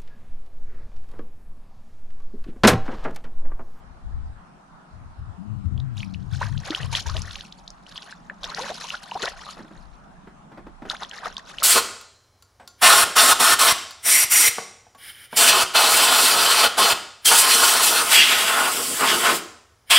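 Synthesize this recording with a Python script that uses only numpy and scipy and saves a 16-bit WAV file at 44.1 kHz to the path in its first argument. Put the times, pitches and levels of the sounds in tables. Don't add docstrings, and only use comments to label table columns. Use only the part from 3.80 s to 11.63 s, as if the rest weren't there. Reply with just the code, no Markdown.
import sys
import numpy as np
from scipy import signal
from scipy.io import wavfile
from scipy.ndimage import uniform_filter1d

SR = 44100
rng = np.random.default_rng(int(sys.argv[2]) if len(sys.argv) > 2 else 0)


def unload_wav(signal):
    wavfile.write(
        sys.argv[1],
        SR,
        np.round(np.clip(np.atleast_2d(signal).T, -1, 1) * 32767).astype(np.int16),
    )


N = 345303

# (start [s], hold [s], spray level [dB], gurgle level [dB])
SLAPS = [(2.179, 0.048, -49.5, -62), (2.539, 0.0069, -43.5, -48), (2.62, 0.0045, -38, -36),
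         (2.851, 0.2, -44.5, -41), (3.147, 0.018, -30, -39), (3.249, 0.19, -45, -49.5),
         (3.458, 0.17, -48.5, -54.5), (4.093, 0.22, -52, -54.5), (4.643, 0.0028, -42.5, -39.5),
         (4.701, 0.0078, -46.5, -38.5), (4.766, 0.14, -39.5, -39), (4.953, 0.2, -41, -47),
         (5.229, 0.15, -47.5, -53), (5.413, 0.064, -40, -36.5), (5.582, 0.15, -48, -51.5),
         (7.107, 0.0083, -41, -41.5), (7.214, 0.022, -49.5, -43), (7.331, 0.075, -50.5, -45),
         (7.452, 0.0042, -41.5, -36), (7.695, 0.0042, -41, -43), (7.795, .06, -41.5, -41.5)]


def gain_of(db):
    return 10 ** (np.asarray(db) / 20)


def evened(x):
    return x / np.sqrt(np.mean(x ** 2) + 1e-20)


def read(points, hz):
    f, value = np.transpose(points)
    return np.interp(np.log(hz + 1), np.log(f + 1), value)


def follow(rows):
    s, *columns = np.transpose(rows)
    return [np.interp(np.arange(N) / SR, s, c, -120, -120) for c in columns]


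def add(mix, s, sound):
    part = mix[round(s * SR):][:len(sound)]
    part += sound[:len(part)]


def wander(cutoff_hz):
    sos = signal.butter(2, cutoff_hz, fs=SR, output="sos")
    return evened(signal.sosfilt(sos, rng.standard_normal(N)))


def resonate(x, hz, width_hz):
    turn = np.exp(2j * np.pi * np.cumsum(hz * np.ones(len(x))) / SR)
    r = np.exp(-np.pi * width_hz / SR)
    return 2 * (turn * signal.lfilter([1 - r], [1, -r], x / turn)).real


def swells(starts_s, holds_s, levels_db, rise_db_s, fall_db_s):
    t = np.arange(0, N + 32, 32)[:, None] / SR - starts_s
    slope_db = rise_db_s * np.minimum(t, 0) - fall_db_s * np.maximum(t - holds_s, 0)
    return gain_of(levels_db + slope_db) ** 2


def full(slow):
    return np.repeat(slow, 32)[:N]


def scatter(x, t60_s):
    t = np.arange(3000) / SR
    tail = rng.standard_normal((2, 3000)) * gain_of(-60 * t / t60_s)
    return signal.oaconvolve(x, tail / np.linalg.norm(tail[0]), axes=1)[:, :N]


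def traffic():
    # (frequency [Hz], relative level per Hz [dB])
    spectrum = [(100, -55.5), (146, 5), (205, 0.5), (281, -9), (508, -15.5), (712, -5.5), (1310, -8.5),
                (2220, -23.5), (9740, -36.5), (15500, -67)]
    # (frequency [Hz], correlation [0-1])
    likeness = [(150, 0.9), (700, 0)]
    level_db, patch_db = -50.5, 1.93
    frames, hz = N // 256 + 5, np.fft.rfftfreq(1024, 1 / SR)
    a, b, c, d, patches = rng.standard_normal((frames, 513, 5)).T
    patches = evened(uniform_filter1d(uniform_filter1d(patches, 12, 0), 14, 1))
    same = np.clip(read(likeness, hz), -1, 1)[:, None]
    left = a + 1j * b
    right = same * left + np.sqrt(1 - same ** 2) * (c + 1j * d)
    z = np.array([left, right]) * gain_of(read(spectrum, hz)[:, None] + patch_db * patches)
    hum = signal.istft(z, nperseg=1024, noverlap=768)[1][:, :N]
    return gain_of(level_db) * evened(hum)


def thump(hz, width_hz):
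    push = rng.standard_normal(N) * gain_of(2 * wander(3.7))
    for _ in range(3):
        push = resonate(push, hz, width_hz)
    return evened(push)


def wind():
    # (start [s], hold [s], level [dB], thump centre [Hz])
    gusts = [(0, 0.15, -47, 39), (0.249, 0.013, -30, 36.9), (0.331, 0.15, -30, 43.1),
             (1.127, 0.14, -36, 77), (1.398, 0.096, -28.5, 73.8), (1.694, 0.21, -30, 96),
             (1.862, 0.11, -21.5, 75.3), (2.013, 0.27, -32, 104), (2.347, 0.14, -28.5, 98),
             (2.527, 0.26, -22.5, 101.4), (3.006, 0.13, -25.5, 91), (3.261, 0.16, -24.5, 68.5)]
    rise_db_s, fall_db_s, breeze_db = 650, 170, -57
    s, hold_s, levels_db, centres_hz = np.transpose(gusts)
    power = swells(s, hold_s, levels_db, rise_db_s, fall_db_s) + 1e-30
    total = power.sum(1)
    gust_db = full(10 * np.log10(total))
    hz = full(power @ centres_hz / total)
    ports = []
    for db in [gust_db, gust_db - 0.18 * hz]:
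        breeze = gain_of(breeze_db + 6.1 * wander(3.0))
        deep = thump(34.6, 50) * (gain_of(db - 15.0) + breeze)
        ports.append(thump(hz, 87.6) * gain_of(db) + deep)
    return np.array(ports)


def flutter():
    # (time [s], pitch [Hz], relative level [dB], relative octave level [dB])
    curve = [(1.58, 91.3, -67, -32), (1.7, 108.1, -28.5, -37.5), (1.86, 90.2, -34, -34.5),
             (1.93, 115, -25, -37.5), (2.05, 131.7, -24.5, -50.5), (2.19, 100.6, -28.5, -38),
             (2.27, 96.6, -35, -29), (2.45, 92, -78, -37.5)]
    pitch_hz, low_db, octave_db = follow(curve)
    low, octave = uniform_filter1d(gain_of([low_db, octave_db]), size=600)
    turns = 2 * np.pi * np.cumsum(abs(pitch_hz) * (1 + 0.034 * wander(30.7))) / SR
    upper = np.cos(2 * turns) + 0.17 * np.cos(3 * turns)
    tone = gain_of(2.5 + 2.0 * wander(32.0)) * (low * np.cos(turns) + octave * upper)
    return tone * [[1], [-.12]]


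def bubble(hz, ring_s, rise_oct, start_s, fade_db=50):
    t = np.arange(int(ring_s * SR) + 8) / SR
    pitch_hz = np.minimum(hz * 2 ** (rise_oct * (t / ring_s) ** 1.6), SR / 2.5)
    turns = np.cumsum(pitch_hz) / SR
    edges = (1 - np.exp(-t / start_s)) ** 2 * (1 - np.exp((t - t[-1]) * hz))
    wave = np.sin(2 * np.pi * turns) * gain_of(-fade_db * t / ring_s) * edges
    return wave / abs(wave).max()


def drops_and_pops():
    # (time [s], ring level [dB], start pitch [Hz])
    rows = [(1.9772, -37.5, 3120), (2.0006, -33.5, 3570), (4.0654, -36.5, 2900), (2.1785, -31, 3580),
            (2.2043, -27.5, 2990), (2.2303, -25.5, 2320), (2.3447, -31, 2660), (2.904, -21, 307),
            (2.9482, -12, 2960), (3.031, -25, 2830), (3.1513, -9.5, 3140), (4.158, -29.5, 3150),
            (4.1773, -22.5, 3140), (4.325, -29, 1555), (4.498, -22, 1644), (4.6418, -18, 3360),
            (5.1035, -18, 2730), (5.313, -24, 2720), (5.318, -23, 910), (5.666, -30.5, 1134),
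            (5.689, -28, 1174), (7.099, -12.5, 3634), (7.2327, -21.5, 3570), (7.248, -28, 3230),
            (7.3123, -26, 2980), (7.344, -35, 1990), (7.457, -19, 1234), (7.5675, -19, 3370),
            (7.581, -31.5, 1040), (7.7842, -19.5, 2890), (7.823, -17.5, 1255)]
    out = np.zeros(N)
    for s, db, hz in rows:
        add(out, s, gain_of(db - 9) * bubble(1.1 * hz, .003, 2.5, .0004))
        add(out, s, gain_of(db) * bubble(hz, 22 / hz, 0.86, 0.00049))
    return out


def colour():
    # (frequency [Hz], level per Hz [dB])
    spectrum = [(150, -35), (250, -12), (614, 0), (1150, 4.5), (2360, 5.5), (3830, 9), (6540, 3),
                (8620, -10), (10100, -5), (13700, -27)]
    log_gain = np.log(gain_of(read(spectrum, abs(np.fft.fftfreq(4096, 1 / SR)))))
    taps = np.fft.ifft(np.exp(np.conj(signal.hilbert(log_gain)))).real[:1024]
    return taps / abs(taps).max()


def grains(low_hz, high_hz, per_s, spread_db, cycles, rise_oct, fade_db, count):
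    out = np.zeros((2, N))
    size = gain_of(spread_db * np.minimum(rng.exponential(1, N), 3)) * (rng.random(N) < per_s / SR)
    kind = rng.integers(0, count, N)
    for k, hz in enumerate(np.geomspace(low_hz, high_hz, count)):
        ring_s = cycles * (.5 + rng.random()) / hz
        tap = bubble(hz, ring_s, rise_oct * rng.random(), 1 / hz, fade_db)
        tap = tap * np.sqrt(hz) / np.linalg.norm(tap)
        out[k % 2] += signal.oaconvolve(size * (kind == k), tap)[:N]
    return out + 1.8 * out[::-1]


def slap_gain(levels_db):
    rise_db_s, fall_db_s = 550, 320
    trickle_db, trickle_fall_db_s = -12, 38
    s, hold_s = np.transpose(SLAPS)[:2]
    power = swells(s, hold_s, levels_db, rise_db_s, fall_db_s)
    power = power + swells(s, hold_s, levels_db + trickle_db, rise_db_s, trickle_fall_db_s)
    return full(np.sqrt(power.sum(1)))


def churn():
    foam_db = -43
    edge_hz = 2000
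    # (bubbles, fizz filter, fizz share, clumping [dB])
    layers = [(grains(2300, 15000, 1300, 3.7, 24, .6, 36, count=24), "high", .7, 3.5),
              (grains(350, 1700, 350, 3.2, 20, .7, 24, count=18), "low", .45, 2.5)]
    taps = colour()
    out = 0
    for levels_db, (pops, side, fizz, clump_db) in zip(np.transpose(SLAPS)[2:], layers):
        a, b = rng.standard_normal((2, N))
        sos = signal.butter(3, edge_hz, side, fs=SR, output="sos")
        hiss = signal.sosfilt(sos, [a + 0.75 * b, a - 0.24 * b])
        gain = slap_gain(levels_db)
        share = fizz * np.sqrt(gain / gain_of(foam_db))
        water = signal.oaconvolve(evened(pops) + share * evened(hiss), taps[None])[:, :N]
        water = water / np.sqrt(1 + share ** 2) / np.linalg.norm(taps)
        out = out + gain * gain_of(clump_db * wander(28)) * water
    return out


def ticks():
    # (time [s], level [dB], centre [Hz])
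    rows = [(2.338, -37.5, 4530), (2.776, -29, 3380), (2.9052, -19.5, 3680), (3.2833, -31, 5600),
            (3.297, -27.5, 4700), (3.366, -20.5, 3210), (3.4182, -23.5, 6150), (3.5087, -28, 3800),
            (3.555, -25, 2920), (3.6075, -26.5, 3470), (3.7233, -31, 3800), (3.877, -28, 4230),
            (3.903, -32.5, 5930), (4.122, -38, 3600), (4.221, -33, 4600), (4.228, -34, 3120),
            (4.6322, -24.5, 4170), (4.7461, -20, 4840), (4.8206, -22.5, 4400), (5.151, -27.5, 3630),
            (5.4194, -20.5, 4000), (5.455, -18.5, 4100), (7.166, -33, 3500), (7.294, -36, 7600),
            (7.5792, -27, 5070), (7.8, -28, 4550)]
    start_share, ring_s, rise_oct = 0.77, 0.0042, 1.565
    out, taps = np.zeros(N), colour()
    for s, db, hz in rows:
        tick = np.convolve(bubble(start_share * hz, ring_s, rise_oct, 0.00095, 19.6), taps)
        add(out, s, gain_of(db) * tick / abs(tick).max())
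    return out


def gulps():
    # (time [s], level before wobble [dB], start pitch [Hz], rise [octaves])
    rows = [(2.612, -25, 884, 1.14), (3.125, -31.5, 910, 0.059), (3.258, -36.5, 917, 0.045),
            (3.288, -31.5, 983, 0.58), (3.348, -38, 628, 0.11), (4.503, -48, 529, 1.08),
            (4.782, -28, 758, 0.565), (4.807, -34, 493, 0.22), (4.893, -31, 570, 0.56),
            (5.038, -38, 892, 0.47), (5.141, -30.5, 1360, 0.28), (5.352, -27, 719, 0.61),
            (5.425, -29.5, 341, 3.4), (7.104, -29, 1254, 0.69), (7.131, -31, 742, 1.77),
            (7.216, -34.5, 695, 0.9), (7.46, -33.5, 640, 1)]
    cycles, fade_db = 19.0, 4.5
    out = np.zeros(N)
    wobble = gain_of(4.5 * wander(300))
    for s, db, hz, rise_oct in rows:
        gulp = bubble(hz, cycles / hz, rise_oct, 0.0012, fade_db)
        shake = wobble[:round(s * SR)][-len(gulp):]
        add(out, s, gain_of(db) * gulp * shake)
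        add(out, s, gain_of(db - 8.0) * bubble(hz, 0.00067, 5.1, .0001))
    return out


def hull():
    # (time [s], level before high-pass [dB])
    knocks = [(5.767, -35), (5.787, -35), (5.802, -29.5), (5.844, -36), (5.907, -35), (5.959, -41.5),
              (6.47, -32), (6.716, -36.5), (6.772, -29.5), (6.865, -31), (7.018, -27.5), (7.05, -28.5)]
    # (frequency [Hz], relative level [dB], t60 [s])
    modes = [(224, -9.5, 0.12), (332, 7, 0.017), (726, 11, 0.0039), (1340, 3.5, 0.0048)]
    t, out = np.arange(4000) / SR, np.zeros(N)
    ring = sum(gain_of(db - 60 * t / t60) * np.sin(2 * np.pi * hz * t) for hz, db, t60 in modes)
    scrape = gain_of(-60 * t[:2000] / 0.12) * np.minimum(t[:2000] / 0.0039, 1)
    for (s, db), blow in zip(knocks, rng.standard_normal((len(knocks), 2000))):
        knock = np.convolve(blow * scrape, ring)
        add(out, s, gain_of(db) * knock / abs(knock).max())
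    return signal.sosfilt(signal.butter(3, 150, "high", fs=SR, output="sos"), out)


def scene():
    near = drops_and_pops() + churn() + ticks() + gulps() + hull()
    echo = gain_of(-13.5) * scatter(near, 0.15)
    return traffic() + wind() + flutter() + near * gain_of([[.4], [-.4]]) + echo


def record(dry):
    edge_hz = 15600
    top = signal.sosfilt(signal.butter(6, 7800, "high", fs=SR, output="sos"), dry.mean(0))
    ports = dry + gain_of(-10) * scatter(top[None], .004)[0] * [[1], [-1]]
    taps = signal.firwin(511, edge_hz, window=("kaiser", 9), fs=SR)
    return signal.oaconvolve(ports, taps[None], "same")


dry = scene()
out = record(dry)
unload_wav(out)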